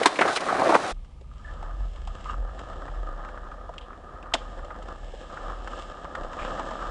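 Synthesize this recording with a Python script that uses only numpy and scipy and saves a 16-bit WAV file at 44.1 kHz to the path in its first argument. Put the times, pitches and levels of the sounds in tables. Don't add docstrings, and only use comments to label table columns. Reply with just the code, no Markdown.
import sys
import numpy as np
from scipy import signal
from scipy.fft import rfft, irfft
from scipy.io import wavfile
from scipy.ndimage import uniform_filter1d

SR = 44100
rng = np.random.default_rng(int(sys.argv[2]) if len(sys.argv) > 2 else 0)


def linear_from_db(decibels):
    return 10 ** (np.asarray(decibels, float) / 20)


def generate_wav(sig):
    pcm = np.round(np.clip(np.atleast_2d(sig).T, -1, 1) * 32767).astype(np.int16)
    wavfile.write(sys.argv[1], SR, pcm)


N = 304290

# (t/s, deck level/dB, gritty hiss level/dB)
LOOSE_DRAG = [(0, -24, -39), (.1, -36.5, -45.5), (.28, -26.5, -43), (.345, -33.5, -37), (.372, -26, -29),
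              (.385, -34.5, -46.5), (.47, -28, -42.5), (.6, -24.5, -43.5), (.742, -23, -37.5),
              (.785, -30.5, -43), (.92, -34, -38.5)]
# (t/s, knock peak level/dB, struck pitch f/Hz, crack level over the knock/dB, contact t60/s)
LOOSE_CLACKS = [(.013, -12, 534, -34.5, 0.022), (.032, -18.5, 2020, -3, 0.031),
                (.0575, -2.5, 1010, -6, 0.063), (.157, -25.5, 2340, -7.5, 0.057),
                (.1885, -12.5, 1810, -19, 0.11), (.19, -13.5, 607, -25, 0.037),
                (.209, -8.5, 650, -14.5, 0.061), (.214, -8, 1400, -16.5, 0.067),
                (.257, -22.5, 705, -11, .14), (.277, -17, 1360, -7, 0.16), (.287, -20, 704, -27.5, 0.11),
                (.299, -20.5, 1400, -13.5, 0.11), (.329, -21.5, 790, -4.5, 0.044),
                (.361, -20, 1330, 1.5, 0.038), (.371, -21.5, 2020, -7.5, 0.056),
                (.406, -33.5, 910, 4.5, .049), (.486, -14.5, 1110, -22.5, 0.14),
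                (.503, -23, 1200, -23, 0.041), (.526, -13.5, 700, -17, 0.021),
                (.594, -13.5, 594, -18.5, .14), (.617, -11.5, 680, -43, 0.077),
                (.631, -15.5, 557, -17.5, 0.11), (.658, -16, 565, -25, .19), (.693, -7, 600, -22, 0.076),
                (.705, -13.5, 370, -38, 0.053), (.722, -11, 800, -32, 0.049), (.736, -11, 670, -44, 0.098),
                (.7455, -8, 1030, -25, 0.048), (.7515, -3, 800, -19, .034), (.761, -12, 880, -22, .02)]
# (f/Hz, width/Hz, relative level/dB)
LOOSE_DECK_MODES = [(360, 167, 15.5), (650, 120, -1.5), (1030, 90, 1.5), (1400, 67, -14), (1950, 250, 3),
                    (2650, 100, -19.5)]
# (f/Hz, relative level/dB)
LOOSE_BODY_COLOUR = [(40, -26), (150, -18), (300, -12), (500, -9), (740, -2), (920, -14.5), (1100, -5.5),
                     (1500, -10.5), (2000, -13), (2800, -24), (5000, -76.5)]
# (f/Hz, relative level/dB)
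LOOSE_HISS_COLOUR = [(1180, -26.5), (2000, -15.5), (2390, -4.5), (2770, -5.5), (4050, -3.5), (4410, -7),
                     (9570, -16), (10300, -19), (11000, -50), (14200, -56), (22000, -120)]

# (t/s, deck level/dB, truck ring level/dB, gritty hiss level/dB)
ROLL_LEVELS = [(.95, -72.5, -73, -74), (1.25, -71, -65, -74.5), (1.36, -60, -53.5, -62),
               (1.5, -50, -50, -60.5), (1.7, -45.5, -47, -61.5), (1.9, -52.5, -54, -59),
               (2.1, -50, -53.5, -59), (2.29, -45.5, -39, -51), (2.42, -46.5, -51, -66),
               (2.6, -46, -49, -59), (3.19, -46.5, -45.5, -64), (4.0, -49, -50, -67.5),
               (4.32, -47, -46.5, -68), (4.4, -45, -47.5, -57), (4.74, -45.5, -46.5, -63.5),
               (5.15, -47.5, -57, -55), (5.5, -42.5, -39, -57), (5.82, -46.5, -46, -53),
               (5.88, -49, -52, -59), (6.2, -42.5, -43.5, -60.5), (6.43, -38.5, -38, -51),
               (6.62, -41, -42.5, -55), (6.9, -42.5, -39, -54)]
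# (f/Hz, width/Hz, relative level/dB)
DECK_MODES = [(492.6, 70, 12.5), (700, 196, 4.5), (821, 227, -33)]
# (f/Hz, relative level/dB)
DECK_COLOUR = [(71, -45), (120, 5), (410, 9), (514, 5.5), (848, 6.5), (1220, -23), (1370, -15), (1690, 7),
               (2400, -33), (3120, -121), (5280, -120)]
# (f/Hz, width/Hz, relative level/dB)
TRUCK_MODES = [(1220, 158, 3), (1565, 129, -8.5), (1093, 250, -6.5)]
# (f/Hz, relative level/dB)
HISS_COLOUR = [(1120, -8.5), (1900, -1.5), (2180, 0.5), (2380, -6), (2470, -5.5), (2660, 2), (3150, 4),
               (4550, -9), (5260, -5.5), (5880, -12), (7650, -7), (10100, -32), (11000, -67), (14200, -87),
               (22000, -120)]

# (t/s, turns a second f/Hz)
WHEEL_TURNS = [(.93, 32.88), (1.4, 37.92), (2.4, 40.07), (2.62, 42.85), (2.85, 37.93), (3.6, 38),
               (4.6, 36.43), (5.3, 33.28), (5.6, 38.3), (6.3, 31.7), (6.9, 36.9)]
# (t/s, level/dB)
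HUM_LEVEL = [(0.93, -31), (1.11, -52), (1.83, -30), (1.96, -42), (2.11, -31), (2.19, -51), (2.24, -38.5),
             (2.44, -30), (2.68, -53), (2.73, -35), (2.87, -41), (2.96, -30.5), (4.09, -51.5),
             (4.64, -35.5), (4.69, -44.5), (5.09, -39), (5.4, -48.5), (5.47, -36.5), (5.89, -43.5),
             (5.95, -54), (6.05, -43), (6.15, -60), (6.22, -35), (6.38, -53), (6.42, -37.5), (6.77, -45.5),
             (6.9, -36)]
# (t/s, level/dB)
SHAKE_LEVEL = [(.93, -42), (1.18, -46.5), (1.4, -42), (2.75, -42.5), (3.2, -47.5), (6.7, -50), (6.9, -47)]
# (f/Hz, relative level/dB)
SHAKE_COLOUR = [(8, -13), (20, -10), (30, -15.5), (55, 6), (75, -1), (95, -11.5), (150, -11.5),
                (250, -25.5), (400, -73.5)]

# (f/Hz, relative level/dB)
TOWN_COLOUR = [(88, -23.5), (150, -1), (188, -14), (221, -6.5), (1170, -16), (1350, -49), (2060, -23),
               (2410, -23.5), (10000, -37), (13000, -97), (22000, -120)]

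# (t/s, knock peak level/dB, struck pitch f/Hz, crack level over the knock/dB)
STONE_KNOCKS = [(1.047, -53.5, 1220, 3), (1.211, -44.5, 471, -7.5), (1.537, -38, 604, -10),
                (1.627, -29, 680, -13.5), (1.709, -38, 1190, -18), (1.96, -41.5, 1110, -1.5),
                (2.073, -31, 736, -7.5), (2.258, -28.5, 1180, -26), (2.591, -34, 1220, -6),
                (2.73, -37, 1220, -9), (2.88, -32.5, 1170, -37), (3.248, -37, 1230, -11),
                (3.288, -31, 1210, -17), (3.375, -28.5, 1110, -23), (3.513, -40, 1210, -10),
                (3.692, -27.5, 700, -20), (3.739, -36, 1170, -10), (3.931, -33, 1220, -37),
                (4.258, -33, 1200, -27), (4.59, -33, 1220, -28), (4.647, -35.5, 560, -8.5),
                (4.705, -30.5, 1180, -28), (4.753, -37.5, 1150, -30), (4.825, -45, 490, 4),
                (4.883, -32, 1110, -11.5), (5.136, -30, 563, -28), (5.373, -28, 1220, -27),
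                (5.498, -29, 1140, -13), (5.674, -26, 1220, -12.5), (6.05, -27, 1180, -25),
                (6.151, -22.5, 1250, -13), (6.234, -36, 750, -6), (6.331, -30, 1220, -9),
                (6.389, -25.5, 1190, -19), (6.449, -24, 1240, -18), (6.576, -28.5, 1270, -23),
                (6.595, -23.5, 920, -11.5), (6.709, -24, 726, -14)]
# (t/s, knock peak level/dB, pitch f/Hz)
WHEEL_SQUEAKS = [(1.445, -39.5, 1740), (1.478, -40, 1710), (2.24, -53, 2770), (2.29, -42.5, 2800)]
# (t/s, knock peak level/dB, pitch f/Hz, contact t60/s)
HIGH_TICKS_AND_SCUFFS = [(3.781, -30.5, 2920, 0.026), (3.81, -45.5, 3030, 0.22), (4.227, -39.5, 2580, 0.03),
                         (6.393, -37, 2450, 0.12), (6.418, -36.5, 2380, 0.26), (6.445, -40, 3000, .2)]
# (t/s, knock peak level/dB, struck pitch f/Hz, crack level over the knock/dB, contact t60/s)
LANDING_BLOWS = [(4.3369, -21, 865, 1, 0.011), (4.3392, -11.5, 3430, 4.5, .014),
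                 (4.342, -14.5, 696, -3, 0.037), (4.346, -19.5, 3120, -8, 0.026),
                 (4.351, -20.5, 1100, -9, 0.033), (4.346, -28.5, 298, -23, 0.059),
                 (4.3594, -28.5, 600, -11, 0.026), (4.383, -41, 3200, -1, 0.077)]


def colour(x, points):
    hz, db = np.transpose(points)
    grid = np.maximum(np.fft.rfftfreq(8192, 1 / SR), 1)
    log_gain = np.interp(np.log(grid), np.log(hz), db) * np.log(10) / 20
    cepstrum = irfft(log_gain)
    cepstrum[1:4096] *= 2
    cepstrum[4097:] = 0
    response = irfft(np.exp(rfft(cepstrum)))
    return signal.fftconvolve(x, response)[:len(x)]


def ring(x, hz, width):
    return signal.lfilter(*signal.iirpeak(hz, hz / width, SR), x)


def modes(x, table):
    return sum((-1) ** k * linear_from_db(db) * ring(x, hz, width) for k, (hz, width, db) in enumerate(table))


def unit(x):
    return x / np.sqrt(np.mean(x ** 2))


def curves(table):
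    s, *columns = np.transpose(table)
    return [np.interp(np.arange(N) / SR, s, column) for column in columns]


def walk(rate):
    hold = int(SR / rate)
    steps = np.repeat(rng.standard_normal(N // hold + 1), hold)
    return 1.33 * uniform_filter1d(uniform_filter1d(steps, hold), hold)[:N]


def grit(rate, spread_db, smooth):
    happens, side, size = rng.random((3, N))
    grains = (happens < rate / SR) * np.sign(side - .5) * linear_from_db(-spread_db * np.log(size + 0.003))
    return unit(unit(grains) + smooth * rng.standard_normal(N))


def blows(table, body, hiss, rise_s, first, body_db):
    out, t = np.zeros(N + 8192), np.arange(8192) / SR
    noise = rng.standard_normal((len(table), 2, len(t)))
    for (s, db, hz, crack_db, t60, share), (push, snap) in zip(table, noise):
        shape = (1 - np.exp(-t / rise_s)) * np.exp(-np.log(1000) * t / max(t60, .005))
        touch = first * (t == t[1])
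        soft = signal.lfilter(*signal.butter(2, 1.86 * hz, fs=SR), push * shape + touch)
        width = np.clip(share, .03, 2.5) * hz
        spot = ring(ring(soft, hz, width), hz, width)
        whole = modes(soft, body)
        whole_gain = linear_from_db(body_db) * min(share, 1)
        knock = spot / np.abs(spot).max() + whole_gain * whole / np.abs(whole).max()
        crack = colour(snap * shape ** 0.97 + 0.1 * touch, hiss)
        both = knock / np.abs(knock).max() + linear_from_db(crack_db) * crack / np.abs(crack).max()
        i = int(s * SR)
        out[i:i + len(t)] += linear_from_db(db) * both
    return out[:N]


def space(x, t60, wet_db, top_hz):
    t = np.arange(int(SR * .5)) / SR
    tail = unit(rng.standard_normal(len(t))) * np.exp(-np.log(1000) * t / t60) * (t > .006)
    tail = signal.lfilter(*signal.butter(1, top_hz, fs=SR), tail) / np.sqrt(np.sum(tail ** 2))
    return x + linear_from_db(wet_db) * signal.fftconvolve(x, tail)[:N]


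def loose_board():
    deck_db, hiss_db = curves(LOOSE_DRAG)
    drag = grit(2200, spread_db=1.0, smooth=0.86) * linear_from_db(2.7 * walk(60.2))
    resonances = unit(modes(drag, LOOSE_DECK_MODES))
    deck = unit(linear_from_db(-14.0) * resonances + unit(colour(drag, LOOSE_BODY_COLOUR)))
    hiss = unit(colour(grit(1900, spread_db=2.0, smooth=0.58), LOOSE_HISS_COLOUR))

    # 0.57 of the pitch at -14.5 dB, and 0.58 dB wider for each dB above
    rows = [(*row, 0.57 * linear_from_db(0.58 * (row[1] + 14.5))) for row in LOOSE_CLACKS]
    clacks = blows(rows, LOOSE_DECK_MODES, LOOSE_HISS_COLOUR, rise_s=0.00043, first=3.9, body_db=-4.5)
    clacks = signal.lfilter(*signal.butter(2, 230, "high", fs=SR), clacks)
    clacks = space(clacks, t60=0.77, wet_db=-15.0, top_hz=5000)
    return linear_from_db(deck_db) * deck + linear_from_db(hiss_db) * hiss + clacks


def rolling():
    patch_db = 1.5 * walk(7.2)
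    deck_gain, truck_gain, hiss_gain = (linear_from_db(db + patch_db) for db in curves(ROLL_LEVELS))
    ground = grit(900, spread_db=4.5, smooth=1.0) * linear_from_db(1.44 * walk(30))

    resonances = unit(modes(ground, DECK_MODES))
    deck = unit(linear_from_db(-2.5) * resonances + unit(colour(ground, DECK_COLOUR)))

    rattle = ground + grit(600, spread_db=6.5, smooth=1.0)
    truck = unit(sum(linear_from_db(db) * ring(ring(rattle, hz, width), hz, width) for hz, width, db in TRUCK_MODES))
    truck = truck * linear_from_db(2.53 * walk(60))

    fine_grit = grit(500, spread_db=4.5, smooth=1.6) * linear_from_db(0.77 * walk(37))
    hiss = unit(colour(1.04 * ground + fine_grit, HISS_COLOUR))
    return deck_gain * deck + truck_gain * truck + hiss_gain * hiss


def wheel_hum():
    (hz,), (hum_db,), (shake_db,) = curves(WHEEL_TURNS), curves(HUM_LEVEL), curves(SHAKE_LEVEL)
    turn = 2 * np.pi * np.cumsum(hz * (1 + .11 * walk(30))) / SR
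    wave = np.sqrt(2) * (np.sin(turn) + linear_from_db(-19.5) * np.sin(2 * turn))
    hum = wave * linear_from_db(1.7 * walk(30) + 1.0 * walk(5.7))
    shake = unit(colour(rng.standard_normal(N), SHAKE_COLOUR))
    return linear_from_db(hum_db) * hum + linear_from_db(shake_db) * shake


def far_town():
    return linear_from_db(-61) * unit(colour(rng.standard_normal(N), TOWN_COLOUR))


def plaza_knocks():
    stones = [(*row, 0.042, 0.5) for row in STONE_KNOCKS]
    landing = [(*row, 0.49) for row in LANDING_BLOWS]
    squeaks = [(*row, -34, 0.12, 0.081) for row in WHEEL_SQUEAKS]
    high_ticks = [(s, db, hz, -7, t60, 0.31) for s, db, hz, t60 in HIGH_TICKS_AND_SCUFFS]
    rows = stones + landing + squeaks + high_ticks
    knocks = blows(rows, DECK_MODES + TRUCK_MODES, HISS_COLOUR, rise_s=0.00019, first=3.3, body_db=-21)
    return space(knocks, t60=0.31, wet_db=-18.5, top_hz=3960)


def scene():
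    second = np.clip((np.arange(N) / SR - .922) / 0.015 + .5, 0, 1)
    plaza = rolling() + wheel_hum() + far_town() + plaza_knocks()
    return ((1 - second) * loose_board() + second * plaza)[None]


def roll_off(x):
    return signal.sosfilt(signal.butter(12, 11110, fs=SR, output="sos"), x)


def record(dry):
    mix = np.clip(dry, -1, 1)
    return roll_off(mix)


dry = scene()
out = record(dry)
generate_wav(out)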